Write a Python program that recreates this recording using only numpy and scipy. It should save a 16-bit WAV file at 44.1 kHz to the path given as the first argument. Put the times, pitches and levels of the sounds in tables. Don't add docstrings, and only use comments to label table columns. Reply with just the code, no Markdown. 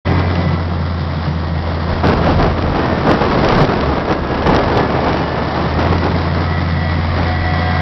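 import sys
import numpy as np
from scipy.fft import rfft, irfft, next_fast_len
from scipy.io import wavfile
from scipy.ndimage import uniform_filter1d, map_coordinates

SR = 44100
rng = np.random.default_rng(int(sys.argv[2]) if len(sys.argv) > 2 else 0)


def inscribe(sig):
    pcm = np.round(np.clip(np.atleast_2d(sig).T, -1, 1) * 32767)
    wavfile.write(sys.argv[1], SR, pcm.astype(np.int16))


N = 344421
TIME_S = np.arange(N) / SR


def amp(db):
    return 10 ** (np.asarray(db) / 20)


def unit(x):
    return x / np.sqrt(np.mean(x ** 2) + 1e-20)


def noise():
    return rng.standard_normal(N)


def curves(rows):
    times, *columns = np.transpose(rows)
    return [np.interp(TIME_S, times, column) for column in columns]


def wobble(rate):
    return map_coordinates(rng.standard_normal(int(N * rate / SR) + 4), [TIME_S * rate])


def swell(middle, length):
    return np.sqrt(np.maximum(1 - (2 * (TIME_S - middle) / length) ** 2, 0))


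def swells(rows):
    return np.sqrt(sum((amp(db) * swell(middle, length)) ** 2 for middle, length, db in rows))


def filtered(x, response):
    size = next_fast_len(N + SR // 2)
    return irfft(rfft(x, size) * response(np.fft.rfftfreq(size, 1 / SR)), size)[:N]


def coloured(x, points):
    freqs, db = np.transpose(points)
    return unit(filtered(x, lambda hz: amp(np.interp(np.log(hz + 1), np.log(freqs), db))))


def tones(firings, orders, waver_db, drift_rad, rate):
    out = np.zeros(N)
    for order, db in orders:
        gain = amp(db + waver_db * wobble(rate))
        phase = 2 * np.pi * (order * firings + rng.random())
        out += gain * np.sin(phase + drift_rad * wobble(rate))
    return np.sqrt(2) * out


# start_s, hold_s, level_db
GUSTS = [(0.079, 0.12, -21), (2.049, 0.073, -13), (2.236, 0.089, -14.5), (2.405, .05, -12.5),
         (2.63, .03, -19), (2.748, 0.16, -19), (3.071, .08, -13), (3.221, .18, -15.5), (3.442, 0.19, -13.5),
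         (3.855, 0.2, -22), (4.098, 0.035, -17), (4.248, 0.011, -19.5), (4.33, 0.037, -20),
         (4.478, .11, -12), (4.774, 0.028, -15.5), (5.083, 0.03, -16.5), (5.595, 0.022, -17),
         (5.792, .14, -18), (6.03, .04, -16.5), (6.372, 0.023, -22), (7.184, 0.04, -20.5)]

def gusts(attack_s=0.032, release_s=0.035):
    power = np.zeros(N)
    for start, hold, db in GUSTS:
        rise = np.clip(1 + (TIME_S - start) / attack_s, 0, 1)
        fall = np.exp(-np.maximum(TIME_S - start - hold, 0) / release_s)
        power += (amp(db) * rise * fall) ** 2
    return np.sqrt(power)


# time_s, level_db
BREEZE = [(.3, -22.5), (.8, -30.5), (1.5, -30), (2, -22), (3, -19.5), (3.75, -16.5), (4.2, -22.5),
          (4.7, -16.5), (5.6, -19.5), (6.1, -22), (6.7, -32.5), (7.8, -31.5)]
# time_s, relative_db
EDDIES = [(0.07, -39.5), (1.21, -51), (2.31, -20.5), (2.95, -35), (3.0, -28), (4.83, -32.5), (5.0, -44.5),
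          (6.1, -32), (6.79, -46), (7.15, -31), (7.8, -38)]
# freq_hz, density_db
TEARING_SPECTRUM = [(40, -14.5), (95, 1.5), (170, 2), (300, 2), (800, -2.5), (1200, -7), (1700, -13.5),
                    (2500, -23), (3800, -31), (5200, -32.5), (6000, -52)]
# freq_hz, density_db
RUMBLE_SPECTRUM = [(10, -19), (25, -2), (45, 0.5), (90, -3.5), (160, -7), (400, -24.5), (1500, -59)]

def wind(pops_per_s=330):
    gust = gusts()
    flow = np.hypot(amp(curves(BREEZE)[0] + 0.88 * wobble(14)), gust)
    ragged = amp(1.87 * wobble(130) + 0.55 * wobble(28))
    tearing = amp(1) * coloured(noise() * ragged, TEARING_SPECTRUM)
    pops = (rng.random(N) < pops_per_s / SR) * np.sign(noise()) * rng.uniform(0.24, 1, N)
    crackle = amp(-14) * coloured(pops * ragged, [(300, -5.5), (1200, 6), (2600, 6.5), (5200, -1)])
    eddy_gain = np.hypot(amp(curves(EDDIES)[0] + 3.5), amp(-12.5) * gust)
    rumble = eddy_gain * coloured(noise() * amp(2.2 * wobble(13)), RUMBLE_SPECTRUM)
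    return flow * (tearing + crackle) + rumble


# start_s, level_db
SLAPS = [(2.0712, -13), (2.309, -15), (2.4264, -12), (2.6244, -12.5), (3.114, -9.5), (3.4469, -9.5),
         (3.4873, -6), (3.5508, -11.5), (3.6499, -11), (3.8105, -13), (4.5475, -10.5), (4.564, -9),
         (4.774, -13.5), (5.1311, -15.5), (5.9824, -15), (6.042, -15.5)]

def air_slaps(t60_s=0.015):
    bursts, t = np.zeros(N + SR), np.arange(SR // 12) / SR
    for start, db in SLAPS:
        bursts[round(start * SR):][:len(t)] += amp(db - 60 * t / t60_s)
    return bursts[:N] * coloured(noise(), [(100, 0), (900, -1), (2400, -6), (5500, -9), (8000, -30)])


# middle_s, length_s, pitch_hz, glide_hz_per_s, level_db
SQUEALS = [(0.177, 0.51, 2344, -1, -42), (0.192, 0.48, 1610, 1, -37.5), (0.516, 0.23, 1328, -40, -36),
           (0.786, 0.63, 1360, -42, -42), (4.98, 0.4, 2270, 88.5, -39), (5.209, 0.38, 2925, 28, -44),
           (6.52, 0.59, 1290, 3, -35), (7.738, 0.25, 1610, 27.5, -31.5)]

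def squeals():
    out = np.zeros(N)
    for middle, length, hz, glide, db in SQUEALS:
        t = TIME_S - middle
        phase = 2 * np.pi * (hz + glide * t / 2) * t
        out += amp(db) * swell(middle, length) * np.sin(phase + .4 * wobble(25))
    return np.sqrt(2) * out


# start_s, relative_db
CLANKS = [(0.195, -13), (0.3537, -6.5)]
# pitch_hz, level_db, t60_s
STEEL_MODES = [(1690, -2, 0.044), (2724, -4.5, 0.034), (2940, -4.5, 0.034), (3530, -8.5, 0.028),
               (4700, -7, .03)]

def conveyor_clanks(gain_db=-12.5, crack_t60_s=0.011):
    out, t = np.zeros(N + SR), np.arange(SR // 8) / SR
    for start, db in CLANKS:
        ring = sum(amp(level - 60 * t / t60) * np.sin(2 * np.pi * (hz * t + rng.random()))
                   for hz, level, t60 in STEEL_MODES)
        crack = 1.5 * amp(-60 * t / crack_t60_s) * rng.standard_normal(len(t))
        out[round(start * SR):][:len(t)] += amp(db + gain_db) * (ring + crack)
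    return out[:N]


# time_s, level_db
PUMP_LEVEL = [(0, -46), (2, -50), (5.8, -50), (6.4, -41), (7.15, -41), (7.35, -30), (7.8, -28.5)]
# firing_multiple, relative_db
PUMP_TONES = [(8.5, 1.5), (17, -13), (18.42, -13), (6.33, -18.5)]

def hydraulic_pump(firings):
    return amp(curves(PUMP_LEVEL)[0]) * tones(firings, PUMP_TONES, waver_db=3, drift_rad=.15, rate=13)


# middle_s, length_s, level_db
WHINE_SWELLS = [(.28, .8, -36), (1.8, 1, -43), (2.95, .5, -37), (4.5, 1.2, -37.5), (4.8, .14, -32),
                (5.6, .9, -37), (6.54, .15, -30.5), (6.85, .3, -32), (7.6, .7, -30)]
# firing_multiple, relative_db
GEAR_TONES = [(22.63, 1), (24.95, -14), (25.5, -16), (38.2, -12.5)]

def gear_whine(firings, floor_db=-50):
    gain = np.hypot(amp(floor_db), swells(WHINE_SWELLS))
    return gain * tones(firings, GEAR_TONES, waver_db=1.6, drift_rad=.25, rate=25)


def clatter(firings, cylinders=6, size=3072, knock_gain=0.26):
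    hiss, cycle = noise(), rng.standard_normal(size)
    knock = unit(map_coordinates(cycle, [(firings / cylinders % 1) * size], mode="grid-wrap"))
    return hiss + knock_gain * knock


# time_s, level_db
PANEL_LEVEL = [(0, -30.5), (0.5, -45.5), (0.9, -56.5), (5.5, -43.5), (6.5, -35.5), (7.2, -32), (7.8, -31)]

def bay_panel(firings, centre_hz=1975, width_hz=510):
    def resonance(hz):
        damping = 1j * hz * width_hz
        return (damping / (centre_hz ** 2 - hz ** 2 + damping)) ** 2
    shaking = clatter(firings) * amp(2.4 * np.cos(2 * np.pi * firings))
    return amp(curves(PANEL_LEVEL)[0]) * unit(filtered(shaking, resonance))


# time_s, relative_db
RUSH_LEVEL = [(0.3, -34), (0.74, -37.5), (2.07, -36), (2.24, -34.5), (2.66, -38.5), (3.43, -32.5),
              (4.23, -41), (4.6, -36), (7.25, -32.5), (7.8, -31)]
# freq_hz, density_db
RUSH_SPECTRUM = [(30, -13), (105, -9.5), (290, 2), (420, -8.5), (650, -1), (860, -5.5), (1100, -2),
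                 (1480, -10), (2100, -10), (2500, -21), (3400, -16), (4300, -18.5), (5100, -17.5),
                 (6000, -35)]

def machinery_rush(firings, gain_db=9.5):
    shaking = clatter(firings)
    rattle = amp(1.7 * np.cos(2 * np.pi * firings) + 1.6 * wobble(250) + 1.2 * wobble(23))
    return amp(curves(RUSH_LEVEL)[0] + gain_db) * coloured(shaking * rattle, RUSH_SPECTRUM)


def effort_db(firing_hz, cruise_hz=86, db_per_hz=0.88, throttle_db=3, full_throttle_hz_per_s=14):
    rise_hz_per_s = uniform_filter1d(np.gradient(firing_hz) * SR, SR // 5)
    throttle = np.tanh(rise_hz_per_s / full_throttle_hz_per_s)
    return db_per_hz * (firing_hz - cruise_hz) + throttle_db * throttle


# time_s, throb_db, boom_db
TAILPIPE = [(0, -19, -22.5), (2.4, -17.5, -25.5), (5.8, -19.5, -24.5), (7.4, -17.5, -26)]
# firing_multiple, relative_db
EXHAUST_TONES = [(1, 0), (5 / 3, -14), (2, -11.5), (8 / 3, -15), (10 / 3, -25.5), (4, -23), (6, -21)]
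# middle_s, length_s, level_db
BARKS = [(3.88, .16, -21.5)]
# middle_s, length_s, level_db
BOOM_SWELLS = [(.15, 0.14, -18.5), (1.33, .1, -20), (3.58, .14, -16.5), (6.63, 0.091, -19.5)]
# freq_hz, density_db
BOOM_SPECTRUM = [(90, -36.5), (116, -15.5), (134, 1), (152, -2), (176, -2), (196, -12), (260, -24.5),
                 (400, -48.5)]

def exhaust(firings, effort, boom_follows=0.34):
    throb_db, boom_db = curves(TAILPIPE)
    throb_gain = amp(throb_db + effort) + swells(BARKS)
    throb = throb_gain * tones(firings, EXHAUST_TONES, waver_db=.5, drift_rad=0.046, rate=25)
    boom_gain = np.hypot(amp(boom_db + boom_follows * effort + 2.5 * wobble(10)), swells(BOOM_SWELLS))
    return throb + boom_gain * coloured(noise(), BOOM_SPECTRUM)


# time_s, firing_hz
ENGINE_SPEED = [(.3, 88.9), (1.3, 83.26), (2.65, 83.05), (3.7, 70.46), (4.7, 75.7), (5.65, 78.04),
                (5.92, 86.45), (6.4, 85.86), (7.8, 86.05)]

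def harvester():
    firing_hz, = curves(ENGINE_SPEED)
    firings = np.cumsum(firing_hz * (1 + .0008 * wobble(12))) / SR
    return (exhaust(firings, effort_db(firing_hz)) + machinery_rush(firings) + bay_panel(firings)
            + gear_whine(firings) + hydraulic_pump(firings))


def scene():
    return (harvester() + squeals() + conveyor_clanks() + wind() + air_slaps())[None]


def record(dry, on_s=0.056, fade_s=0.016, knee=0.94, top_hz=5680, ceiling=0.72):
    fade = np.clip((TIME_S - on_s) / fade_s + .5, 0, 1)
    rounded = dry[0] / (1 + (dry[0] / knee) ** 4) ** (1 / 4)
    dull = filtered(rounded * fade, lambda hz: 1 / np.sqrt(1 + (hz / top_hz) ** 72))
    clipped = np.clip(dull, -ceiling, ceiling)
    return filtered(clipped, lambda hz: hz < 15800)[None]


dry = scene()
out = record(dry)
inscribe(out)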